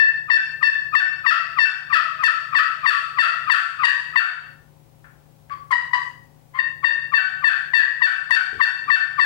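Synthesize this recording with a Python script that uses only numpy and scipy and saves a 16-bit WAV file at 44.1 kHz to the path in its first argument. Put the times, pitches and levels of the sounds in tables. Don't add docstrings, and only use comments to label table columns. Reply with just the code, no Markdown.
import sys
import numpy as np
from scipy import signal
from scipy.fft import rfft, irfft, next_fast_len
from scipy.io import wavfile
from scipy.ndimage import minimum_filter1d, map_coordinates

SR = 44100
rng = np.random.default_rng(int(sys.argv[2]) if len(sys.argv) > 2 else 0)


def store_pcm(level_fs):
    pcm = np.round(np.clip(level_fs, -1, 1) * 32767).astype(np.int16)
    wavfile.write(sys.argv[1], SR, np.atleast_2d(pcm).T)


N = 407925
PRE_BITE_S = .06


def stick_slip(lead, whine_hz, glide, note_hz, bend, hold, rasp_hz, lag, tail,
               whine_db, note_db, rasp_db, fundamental_db, bright_db, rough):
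    t = np.arange(SR // 4) / SR - PRE_BITE_S
    bite = step(t, glide)
    grip = step(t - .001, 0.0017)
    broken = step(t - hold, 0.014)
    since_break = np.maximum(t - hold, 0)
    slip_hz = whine_hz * (1 - bite) + (note_hz + bend * (t - .04)) * bite
    chatter_hz = rasp_hz * (1 + rough * (.06 - .1 * np.exp(-since_break / 0.03975)))
    slip_hz += step(t - hold, .004) * (chatter_hz - slip_hz)
    jitter = 0.0019 + 0.012 * rough + 0.028 * (1 - bite) + (.02 + .05 * rough) * broken
    drift = (.002 + rough * (.005 + .01 * broken)) * wobble(90, len(t))
    phase = 2 * np.pi * np.cumsum(slip_hz * (1 + drift + jitter * wobble(900, len(t)))) / SR
    sharp = step(t - glide, .006)
    strain = np.exp(-((t - hold + 0.011) / 0.0067) ** 2)
    tilt_db = bright_db - 8 * (1 - sharp) + 2.3 * rough * strain - 3.6 * broken
    k = np.arange(1, 25)[:, None]
    slope_db = tilt_db * np.log2(np.maximum(k / 2, 1))
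    partials = amp(slope_db - 8 * (1 - grip) * (k > 1) - 8 * (1 - sharp) * (k > 2))
    partials[0] *= amp(fundamental_db * bell(slip_hz, 920, 200) - 5.5 * rough * broken)
    partials[2:] *= amp(-3.5 * broken)
    partials[:2] *= amp(6 * np.exp(-((t - .006) / .0055) ** 2))
    pulses = np.sum(partials * np.cos(k * phase) * (k * slip_hz < SR / 2), axis=0)
    pulses *= amp((.5 + 1.8 * rough * broken) * wobble(450, len(t)))
    grit = signal.lfilter([1, -1], [1, -.25], rng.standard_normal(len(t)))
    grit *= (1 + np.cos(phase)) * amp(5 * wobble(300, len(t)))
    catch = amp(-15) * np.exp(-((t - .008) / .016) ** 2)
    crackle = amp(-9) * np.exp(-((t - hold) / .014) ** 2)
    chatter = amp(-19.5) * broken * np.exp(-since_break / .06)
    rub = amp(-18.5) + rough * (amp(-14) * sharp + chatter + crackle)
    scrape = grit * (amp(1.9 * bright_db) * rub + catch)
    whine = amp(whine_db) * (1 - grip)
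    note = amp(note_db + 4.5 * rough ** 2 * strain) * grip * (1 - broken)
    swell_db = np.minimum(180 * (since_break - lag), 170 * (lag - since_break))
    rasp = amp(rasp_db + swell_db) * broken
    contact = step(t + lead, 0.007) * step(hold + tail - t, 0.018)
    return (pulses + scrape) * (whine + note + rasp) * contact


# time in seconds, gain near 2.7 kHz in dB, gain near 5.3 kHz in dB.
TIP_COLOURS = [(0, 2, 9), (1.6, 3.5, 7.5), (2.7, 1, 0.5), (4.202, 3.5, -7.5), (6.6, 3, -10.5),
               (7.301, -0.5, -7), (9.2, -2.5, -2)]
# bite time, lead-in and hold in seconds, whine and rasp pitch in Hz,
# pressure from 0 to 1, relative levels of whine, note and rasp in dB.
YELP_STROKES = [(-.02, 0.0037, 0.036, 1230, 887.5, 0, -21, -11.5, -3),
                (0.299, 0.012, 0.075, 1230, 771, 0.4, -16, -6, -16.5),
                (0.626, 0.01, 0.059, 1260, 875, 0.3, -15, -4.5, -10),
                (0.95, 0.018, 0.053, 1260, 749, 0.1, -7.5, -1, -9),
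                (1.261, .014, 0.048, 1260, 654, 0.6, -11, -4.5, 3),
                (1.585, 0.013, .066, 1257, 765.4, 0.6, -9, -2, -4.5),
                (1.925, .022, .027, 1190, 649, 0.7, -12.5, -10.5, 5),
                (2.233, .041, 0.046, 1240, 649.7, 0.76, -14.5, -6, -2),
                (2.549, .021, 0.039, 1240, 635.8, 0.74, -9, -6.5, 3),
                (2.857, 0.02, 0.048, 1220, 638.3, 0.95, -7, -5, 2),
                (3.184, 0.013, .04, 1240, 655.3, 0.81, -11.5, -4.5, 3.5),
                (3.497, 0.026, .04, 1240, 687.4, 1, -11, -3.5, 5),
                (3.833, 0.041, 0.0332, 1230, 916.7, 0.95, -10.5, -2.5, -0.5),
                (4.157, 0.022, 0.039, 1260, 708.7, 0.73, -22.5, 0.5, 2),
                (6.587, 0.04, 0.023, 1045, 919.4, .05, -9.5, -8, -25),
                (6.842, 0.0034, 0.039, 1150, 920.5, 0.27, -2.5, -1, -9.5),
                (7.137, 0.012, 0.047, 1170, 757.6, .4, -8.5, -1, -3.5),
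                (7.439, 0.013, 0.054, 1220, 760, 0.6, -13, -5.5, -4.5),
                (7.733, .001, 0.061, 1220, 883.3, 0.6, -37, -5.5, 2),
                (8.017, .003, .049, 1220, 739.5, 0.6, -11, 0, 0),
                (8.306, .002, .056, 1210, 746, .75, -9, -2, 0.5),
                (8.608, 0.0041, 0.041, 1160, 766, .6, 3, 2, -7),
                (8.901, 0.018, 0.059, 1170, 754.5, .45, -6.5, -2, -5),
                (9.195, 0.0074, 0.051, 1180, 780, 0.6, 0.5, -2, -6)]


def yelps():
    gripping_hz = 892.8
    times, *colours_db = np.transpose(TIP_COLOURS)
    for start, lead, hold, whine_hz, rasp_hz, pressure, whine_db, note_db, rasp_db in YELP_STROKES:
        def pressed(light, hard):
            return np.interp(pressure, [0, 1], [light, hard])

        force = stick_slip(
            lead, whine_hz, glide=pressed(0.0046, 0.0084), note_hz=max(gripping_hz, rasp_hz),
            bend=pressed(450, -200),
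            hold=hold, rasp_hz=rasp_hz,
            lag=pressed(0.01, 0.0089),
            tail=pressed(0.095, 0.08),
            whine_db=whine_db, note_db=note_db, rasp_db=rasp_db, fundamental_db=pressed(-2, 5.5),
            bright_db=pressed(-2, 3.5), rough=pressed(0.092, 1.2))
        yield start, force, pot_ring(*(np.interp(start, times, db) for db in colours_db))


# bite time and lead-in in seconds,
# whine pitch in Hz, relative levels of whine and note in dB.
CLUCK_PECKS = [(5.539, 0.036, 1120, -21.5, -44.5), (5.724, 0.017, 1100, -2, -3),
               (5.93, -.003, 1100, 0.5, -1)]


def clucks():
    for start, lead, whine_hz, whine_db, note_db in CLUCK_PECKS:
        force = stick_slip(
            lead, whine_hz, glide=0.011, note_hz=949, bend=0, hold=.016, rasp_hz=987.4, lag=0, tail=0.018,
            whine_db=whine_db, note_db=note_db, rasp_db=note_db - 1.5,
            fundamental_db=9, bright_db=2.5, rough=0.2)
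        landing = step(np.arange(len(force)) / SR - PRE_BITE_S + lead, .001)
        yield start, force * landing, pot_ring(middle_db=-1, upper_db=1)


# centre in Hz, width in Hz, relative level in dB.
POT_MODES = [(1123, 435, -18), (1143.6, 28, 4), (1303, 178, -2), (1594, 450, 0), (1757.3, 113, 5.5),
             (1900, 42, 5), (2360, 350, -13), (2644.5, 196, -7.5), (2970, 1240, -15.5), (3648, 200, -18.5),
             (4515, 347, -15), (4836, 93, -17), (5490, 500, -31.5), (7310, 3840, -41), (10700, 8800, -61.5)]


def pot_ring(middle_db, upper_db, size=4096):
    hz = np.fft.rfftfreq(size, 1 / SR)
    gain = np.sqrt(sum((amp(db) * bell(hz, centre, width)) ** 2 for centre, width, db in POT_MODES))
    gain *= amp(middle_db * bell(hz, 2680, 340) + upper_db * bell(hz, 5300, 550))
    gain *= amp(along([(150, -22), (450, -5), (650, -3), (800, -5), (890, -17), (975, -1), (1080, 0)], hz))
    cepstrum = irfft(np.log(gain + 1e-6))
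    cepstrum[1:size // 2] *= 2
    cepstrum[size // 2 + 1:] = 0
    return irfft(np.exp(rfft(cepstrum)))


# time in seconds, right-channel gain in dB.
RIGHT_GAIN = [(0, 2.5), (1.3, -1), (4.2, 1), (5.7, -1), (9.2, 0)]


def pot_call():
    out = np.zeros((2, N))
    for start, force, ring in [*yelps(), *clucks()]:
        add(out, in_room(signal.fftconvolve(force, ring), wet_db=-4.5), start - PRE_BITE_S)
    out[1] *= amp(np.interp(np.arange(N) / SR, *np.transpose(RIGHT_GAIN)))
    return out


# start in seconds, level in dB.
TIP_TICKS = [(0.952, -24.5), (2.238, -23), (5.713, -32), (5.933, -35.5), (8.307, -24)]
# start in seconds, level in
# dB, centre and width in Hz, time to decay by 60 dB in seconds.
HANDLING_BUMPS = [(5.042, -40.5, 1550, 667, 0.17), (5.496, -34, 1730, 540, 0.077),
                  (6.039, -56, 6630, 4940, 0.2), (8.527, -32.5, 306, 352, 0.091),
                  (8.555, -37, 87.4, 44.6, 0.25), (8.804, -49.5, 364, 203, 0.24)]


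def handling():
    out, t = np.zeros((2, N)), np.arange(SR // 3) / SR
    tick_hz, tick_width_hz, tick_t60_s = 3300, 8000, 0.06
    ticks = [(start, db, tick_hz, tick_width_hz, tick_t60_s) for start, db in TIP_TICKS]
    for start, db, centre, width, t60 in ticks + HANDLING_BUMPS:
        band = unit(filtered(rng.standard_normal(len(t)), lambda hz: bell(hz, centre, width)))
        envelope = amp(db - 60 * t / t60) * step(t - .001, 0.000043)
        add(out, in_room(band * envelope, wet_db=-1.0), start)
    return out


# frequency in Hz, reverberation time in seconds.
ROOM_DECAY = [(200, 0.66), (1300, 0.44), (3500, 0.43), (9000, 0.49), (15000, 0.25)]


def in_room(x, wet_db):
    hz, t, spectrum = signal.stft(rng.standard_normal((2, SR // 2)), SR, nperseg=256)
    decay = amp(-60 * t / along(ROOM_DECAY, hz)[:, None])
    tail = signal.istft(spectrum * decay * step(t - .012, 0.0027), SR, nperseg=256)[1]
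    paths = amp(wet_db) * tail / np.linalg.norm(tail[0])
    paths[0, 0] += 1
    paths[1, 10] += .65
    return signal.fftconvolve(x[None], paths, axes=1)


# frequency in Hz, level in dB.
HUM_TONES = [(120, -57), (150, -52.5), (260, -68), (545, -64.5), (15734, -72.5)]
# frequency in Hz, relative spectral density in dB.
AIR_SPECTRUM = [(25, -13), (70, 0.5), (140, -1), (200, -6.5), (400, -10.5), (600, -16), (800, -10),
                (1300, -23.5), (3000, -29.5), (8000, -43.5), (15000, -66.5)]


def background():
    t = np.arange(N) / SR
    hum = np.zeros(N)
    for tone_hz, db in HUM_TONES:
        peak = amp(db + 0.44 * wobble(7.4, N)) * np.sqrt(2)
        hum += peak * np.sin(2 * np.pi * tone_hz * t + .15 * wobble(3, N))
    air = unit(filtered(rng.standard_normal((2, N)), lambda hz: amp(along(AIR_SPECTRUM, hz))))
    return hum * amp([[0], [-9]]) + amp(-52.5) * air


def amp(db):
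    return 10 ** (np.asarray(db) / 20)


def unit(x):
    return x / np.sqrt(np.mean(x ** 2) + 1e-20)


def along(points, hz):
    knots_hz, values = np.transpose(points)
    return np.interp(np.log(hz + 1), np.log(knots_hz + 1), values)


def wobble(rate, size):
    return map_coordinates(rng.standard_normal(size + 4), [np.arange(size) * rate / SR])


def filtered(x, response):
    size = x.shape[-1]
    padded = next_fast_len(size + 8192)
    return irfft(rfft(x, padded) * response(np.fft.rfftfreq(padded, 1 / SR)), padded)[..., :size]


def add(out, x, start_s):
    start = round(start_s * SR)
    x = x[..., max(-start, 0):N - start]
    out[..., max(start, 0):max(start, 0) + x.shape[-1]] += x


def step(t, ramp):
    return (1 + np.tanh(t / ramp)) / 2


def bell(hz, centre, width):
    return 1 / (1 + (2 * (hz - centre) / width) ** 2)


def scene():
    return pot_call() + handling() + background()


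def limiter(x, ceiling_db, release_db_per_s, attack_s):
    envelope_db = 20 * np.log10(np.abs(signal.hilbert(x[0])) + 1e-9)
    excess_db = np.maximum(envelope_db - ceiling_db, 0)
    excess_db = -minimum_filter1d(-excess_db, size=240)
    climb_db = release_db_per_s * np.arange(N) / SR
    held_db = np.maximum.accumulate(excess_db + climb_db) - climb_db
    pole = np.exp(-1 / (attack_s * SR))
    return x * amp(-signal.lfilter([1 - pole], [1, -pole], held_db))


def record(dry):
    top_hz = 15850
    hiss = amp(-65) * rng.standard_normal((2, N))
    limited = limiter(dry * amp([[0], [-11]]) + hiss, ceiling_db=-4.5, release_db_per_s=59, attack_s=0.0031)
    return filtered(np.clip(limited, -.95, .95), lambda hz: hz < top_hz)


dry = scene()
out = record(dry)
store_pcm(out)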